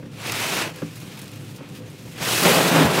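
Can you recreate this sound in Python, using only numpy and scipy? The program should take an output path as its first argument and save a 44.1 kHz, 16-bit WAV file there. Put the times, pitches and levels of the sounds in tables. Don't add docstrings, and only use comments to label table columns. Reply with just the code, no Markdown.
import sys
import numpy as np
from scipy import signal
from scipy.io import wavfile
from scipy.ndimage import uniform_filter1d

SR = 44100
rng = np.random.default_rng(int(sys.argv[2]) if len(sys.argv) > 2 else 0)


def gain_from_db(level_db):
    decades = np.asarray(level_db, float) / 20
    return 10 ** decades


def wrap_up_sound(samples):
    columns = np.atleast_2d(samples).T
    tamed = np.clip(columns, -1, 1)
    steps = np.round(tamed * 32767).astype(np.int16)
    wavfile.write(sys.argv[1], SR, steps)


N = 132300

# [f/Hz, level/dB per Hz]
RUMBLE_SPECTRUM = [(20, -44), (60, -22), (90, -24.5), (112, -7.5), (170, -12), (520, -26), (700, -34),
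                   (4000, -58)]
# [f/Hz, width/Hz, level/dB]
DECK_TONES = [(73.5, 4.1, -62), (106.5, 3.6, -48), (141.6, 6, -48.5), (168, 22, -52), (294.7, 8, -54),
              (403, 36, -68), (504, 18, -55)]
# [t/s, peak level/dB, rebound level/dB, rubber flap level/dB]
WIPER_TURNS = [
    (0.026, -33.5, -4, -12),
    (.819, -22, -20, -13.5),
    (1.606, -33.5, -6.5, -9),
]
# [f/Hz, level/dB, t60/s]
LINKAGE_MODES = [(161.6, -3.5, 0.38), (225.5, -1.5, 0.13), (286, 0.5, .16), (384, 0.5, 0.074),
                 (534, 4.5, 0.038)]
# [t/s, flux level/dB, brightness/dB per octave]
SPRAY_GUSTS = [
    [(0, -56, .5), (.09, -58, -0.5), (.15, -49, 0.5), (.235, -36, 0), (.41, -28, 1), (.62, -26.5, 0),
     (.68, -38.5, -1.5), (.735, -47.5, 0), (.77, -45, .5)],
    [(.93, -48.5, 2), (.96, -46, 2), (1.2, -46.5, 1), (1.57, -50, 2), (1.6, -53, -2.5), (1.78, -49, 2),
     (1.82, -52, 0), (1.95, -50.5, 1.5), (2.12, -48, 2.5)],
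    [(2.17, -45.5, 0.5), (2.235, -26, 1), (2.4, -22, 3), (2.46, -19.5, 2), (2.6, -24.5, 3),
     (2.66, -26, 2.5), (2.8, -25.5, 2), (2.9, -29.5, 2), (3, -27, 1)],
]
# [f/Hz, level/dB per Hz]
GLASS_SPECTRUM = [(35, -50), (60, -18.5), (160, -1), (233, -6), (363, -3.5), (1550, -7), (2710, -7),
                  (11500, -20.5), (16000, -26)]
# [t/s, peak level/dB, fizz t60/s]
BIG_DROPS = [(0.271, -15, .01), (0.31, -23, 0.014), (0.32, -5.5, 0.015), (.549, -16, 0.027),
             (.759, -27.5, 0.037), (.955, -29.5, 0.11), (1.0, -31, .06), (1.19, -26, .05),
             (1.215, -26.5, 0.065), (1.242, -25, 0.011), (1.2794, -24, .012), (1.3164, -28, .02),
             (1.358, -23.5, 0.011), (1.505, -34, 0.076), (1.561, -32, 0.079), (1.688, -35, .05),
             (1.75, -36.5, .06), (1.9, -35, 0.054)]
# [t/s, weight level/dB, cabin boom level/dB relative to the weight]
WATER_SHEETS = [
    (2.2, -39, 13),
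    (2.264, -31, 0),
    (2.392, -30, -15),
    (2.466, -15.5, -3),
    (2.676, -19, -9),
    (2.826, -13.5, -51),
    (2.846, -22.5, 13),
    (2.952, -22, -10.5),
    (3.0, -18, 5),
]
# [f/Hz, level/dB per Hz]
ROOF_SPECTRUM = [(35, -54), (60, -51.5), (161, 8), (195, -3.5), (360, -1), (540, -3.5), (715, -6),
                 (4000, -19.5), (5200, -42), (8800, -120)]
# [t/s, level/dB, start f/Hz, end f/Hz, width/Hz]
THUMPS = [
    (2.31, -33, 121.3, 106, 9.2),
    (2.8, -18.5, 357, 159, 51),
]
CABIN_DELAYS_MS = [1.1, 1.9, 3.1, 4.7]

RUMBLE_DB, HUM_SWELL_DB, WARM_UP = -37.5, -1.5, 8000
REBOUND_S, RISE_CYCLES, FLAP_T60_S, FLAP_HZ, FLAP_WIDTH_HZ = 0.028, 2.4, 0.088, 1180, 1300
DROPS_PER_S, DROP_SPREAD_DB, GUST_DB, PATCH_DB = 8000, 2.5, 0.6, 1
PANE_HZ, PANE_WIDTH_HZ, PANE_DB = 2533, 440, -9.5
SLAPS_PER_S, SLAP_SPREAD_DB = 2500, 0.5
BOOM_HZ, BOOM_WIDTH_HZ, BOOM_DB = 154.3, 19.3, -3
THUMP_RISE_S, THUMP_FALL_S, SAG_AFTER_S, SAG_S = 0.06, 0.06, 0.035, 0.018
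CABIN_RETURN = 0.4
LOW_CUT_HZ, EDGE_HZ, OVERLOAD = 75, 15800, 1.5


def evened(x):
    return x / np.sqrt(np.mean(x ** 2) + 1e-20)


def colour(x, points):
    f, level_db = np.transpose(points)
    hz = abs(np.fft.fftfreq(8192, 1 / SR))
    log_gain = np.interp(np.log(hz + 1), np.log(f + 1), level_db, right=-100) * np.log(10) / 20
    taps = np.fft.ifft(np.exp(np.conj(signal.hilbert(log_gain)))).real[:4096]
    return signal.oaconvolve(x, taps)[:len(x)]


def resonate(x, hz, width_hz):
    return signal.lfilter(*signal.iirpeak(hz, hz / width_hz, SR), x)


def wander(top_hz):
    t = np.arange(0, N, 64) / SR
    phases = rng.random(30)
    rates = np.geomspace(2, top_hz, len(phases))
    slow = sum(np.sin(2 * np.pi * (f * t + phase)) / f ** 0.3 for f, phase in zip(rates, phases))
    return np.interp(np.arange(N) / SR, t, evened(slow))


def impacts(per_s, spread_db):
    when, size, sign = rng.random(N), rng.exponential(1, N), rng.standard_normal(N)
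    hit = np.clip((per_s / SR - when) * 1e3, 0, 1)
    return sign * gain_from_db(spread_db * np.minimum(size, 5)) * hit


def curve(table, column=1):
    rows = np.vstack(table)
    return np.interp(np.arange(N) / SR, rows[:, 0], rows[:, column], left=-120)


def engines():
    noise = rng.standard_normal((len(DECK_TONES) + 1, N + WARM_UP))
    tones = 0
    for (hz, width_hz, db), x in zip(DECK_TONES, noise):
        tones = tones + gain_from_db(db) * evened(resonate(resonate(x, hz, width_hz), hz, width_hz))
    rumble = gain_from_db(RUMBLE_DB - 2.5) * evened(colour(noise[-1], RUMBLE_SPECTRUM))
    return (rumble + tones)[WARM_UP:] * gain_from_db(HUM_SWELL_DB * wander(top_hz=45))


def wipers():
    t, out = np.arange(12000) / SR, np.zeros(N + 14000)
    draws = rng.standard_normal((len(WIPER_TURNS), len(t)))
    for (start_s, db, rebound_db, flap_db), noise in zip(WIPER_TURNS, draws):
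        knock = 0
        for (hz, mode_db, t60), detune in zip(LINKAGE_MODES, noise):
            ring = np.sin(2 * np.pi * hz * (1 + detune / 50) * t)
            rise = np.minimum(t * hz / RISE_CYCLES, 1)
            knock = knock + gain_from_db(mode_db - 60 * t / t60) * ring * rise
        rubber = evened(resonate(resonate(noise, FLAP_HZ, FLAP_WIDTH_HZ), FLAP_HZ, FLAP_WIDTH_HZ))
        flap = gain_from_db(flap_db - 60 * t / FLAP_T60_S) * rubber * np.minimum(t / 0.0018, 1)
        thunk = gain_from_db(db) * (knock + flap)
        out[round(start_s * SR):][:len(t)] += thunk
        out[round((start_s + REBOUND_S) * SR):][:len(t)] += gain_from_db(rebound_db) * thunk
    return out[:N]


def spray():
    drops = colour(impacts(DROPS_PER_S, DROP_SPREAD_DB), GLASS_SPECTRUM)
    drops = evened(drops + gain_from_db(PANE_DB) * resonate(drops, PANE_HZ, PANE_WIDTH_HZ))
    hz, t, z = signal.stft(drops, SR, nperseg=512)
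    patches = uniform_filter1d(rng.standard_normal(z.shape), 8, 0)
    patches = evened(uniform_filter1d(patches, 8, 1))
    slope = np.interp(t, np.arange(N) / SR, np.clip(curve(SPRAY_GUSTS, column=2), -1.5, 3))
    octaves = np.log2(np.maximum(hz, 300) / 4000)[:, None]
    z = z * gain_from_db(octaves * slope + PATCH_DB * patches)
    flux = gain_from_db(curve(SPRAY_GUSTS) + 3.5 + GUST_DB * wander(top_hz=37.04))
    return signal.istft(z, SR, nperseg=512)[1][:N] * flux


def big_drops():
    t, out = np.arange(5000) / SR, np.zeros(N + 5000)
    noise = rng.standard_normal((len(BIG_DROPS), len(t)))
    for (start_s, db, t60), fizz in zip(BIG_DROPS, noise):
        decay = gain_from_db(db - 9 - 60 * t / max(t60, 0.005))
        out[round(start_s * SR):][:len(t)] += decay * fizz * np.minimum(t / 0.0008, 1)
    return signal.sosfilt(signal.butter(2, [2500, 14000], "band", fs=SR, output="sos"), out[:N])


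def sheets():
    slaps = impacts(SLAPS_PER_S, SLAP_SPREAD_DB)
    force = gain_from_db(curve(WATER_SHEETS) + 0.7 * wander(top_hz=30))
    push = slaps * force * gain_from_db(BOOM_DB + np.maximum(curve(WATER_SHEETS, column=2), -30))
    steady = np.std(resonate(slaps, BOOM_HZ, BOOM_WIDTH_HZ))
    boom = resonate(push, BOOM_HZ, BOOM_WIDTH_HZ) / steady
    drumming = evened(colour(slaps, ROOF_SPECTRUM)) * force * gain_from_db(0.5)
    return drumming + boom


def thump(start_s, db, start_hz, end_hz, width_hz):
    t = np.arange(N) / SR - start_s
    hz = end_hz + (start_hz - end_hz) / (1 + np.exp(np.clip((t - SAG_AFTER_S) / SAG_S, -50, 50)))
    slow = signal.lfilter(*signal.butter(2, width_hz, fs=SR), rng.standard_normal((2, N)))
    glide = np.exp(2j * np.pi * np.cumsum(hz) / SR)
    note = evened(((slow[0] + 1j * slow[1]) * glide).real)
    note = signal.sosfilt(signal.butter(4, 95, "high", fs=SR, output="sos"), note)
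    return gain_from_db(db) * note * np.exp(-(t / np.where(t < 0, THUMP_RISE_S, THUMP_FALL_S)) ** 2)


def cabin(x):
    lag = round(sum(CABIN_DELAYS_MS) * SR / 1000)
    x = np.r_[x, x[:-lag - 1:-1]]
    for ms in CABIN_DELAYS_MS:
        gap = np.zeros(round(ms * SR / 1000))
        x = signal.lfilter(np.r_[-CABIN_RETURN, gap, 1], np.r_[1, gap, -CABIN_RETURN], x)
    return x[lag:]


def scene():
    mono = engines() + wipers() + cabin(spray() + sheets()) + big_drops()
    mono = mono + sum(thump(*row) for row in THUMPS)
    return np.array([mono, mono])


def top_cut(x):
    return signal.sosfilt(signal.butter(12, 16230, fs=SR, output="sos"), x)


def record(dry):
    cut = signal.sosfilt(signal.butter(2, LOW_CUT_HZ, "high", fs=SR, output="sos"), dry)
    soft = OVERLOAD * np.tanh(cut / OVERLOAD)
    mix = signal.oaconvolve(soft, signal.firwin(511, EDGE_HZ, fs=SR)[None], "same")
    return top_cut(mix)


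dry = scene()
out = record(dry)
wrap_up_sound(out)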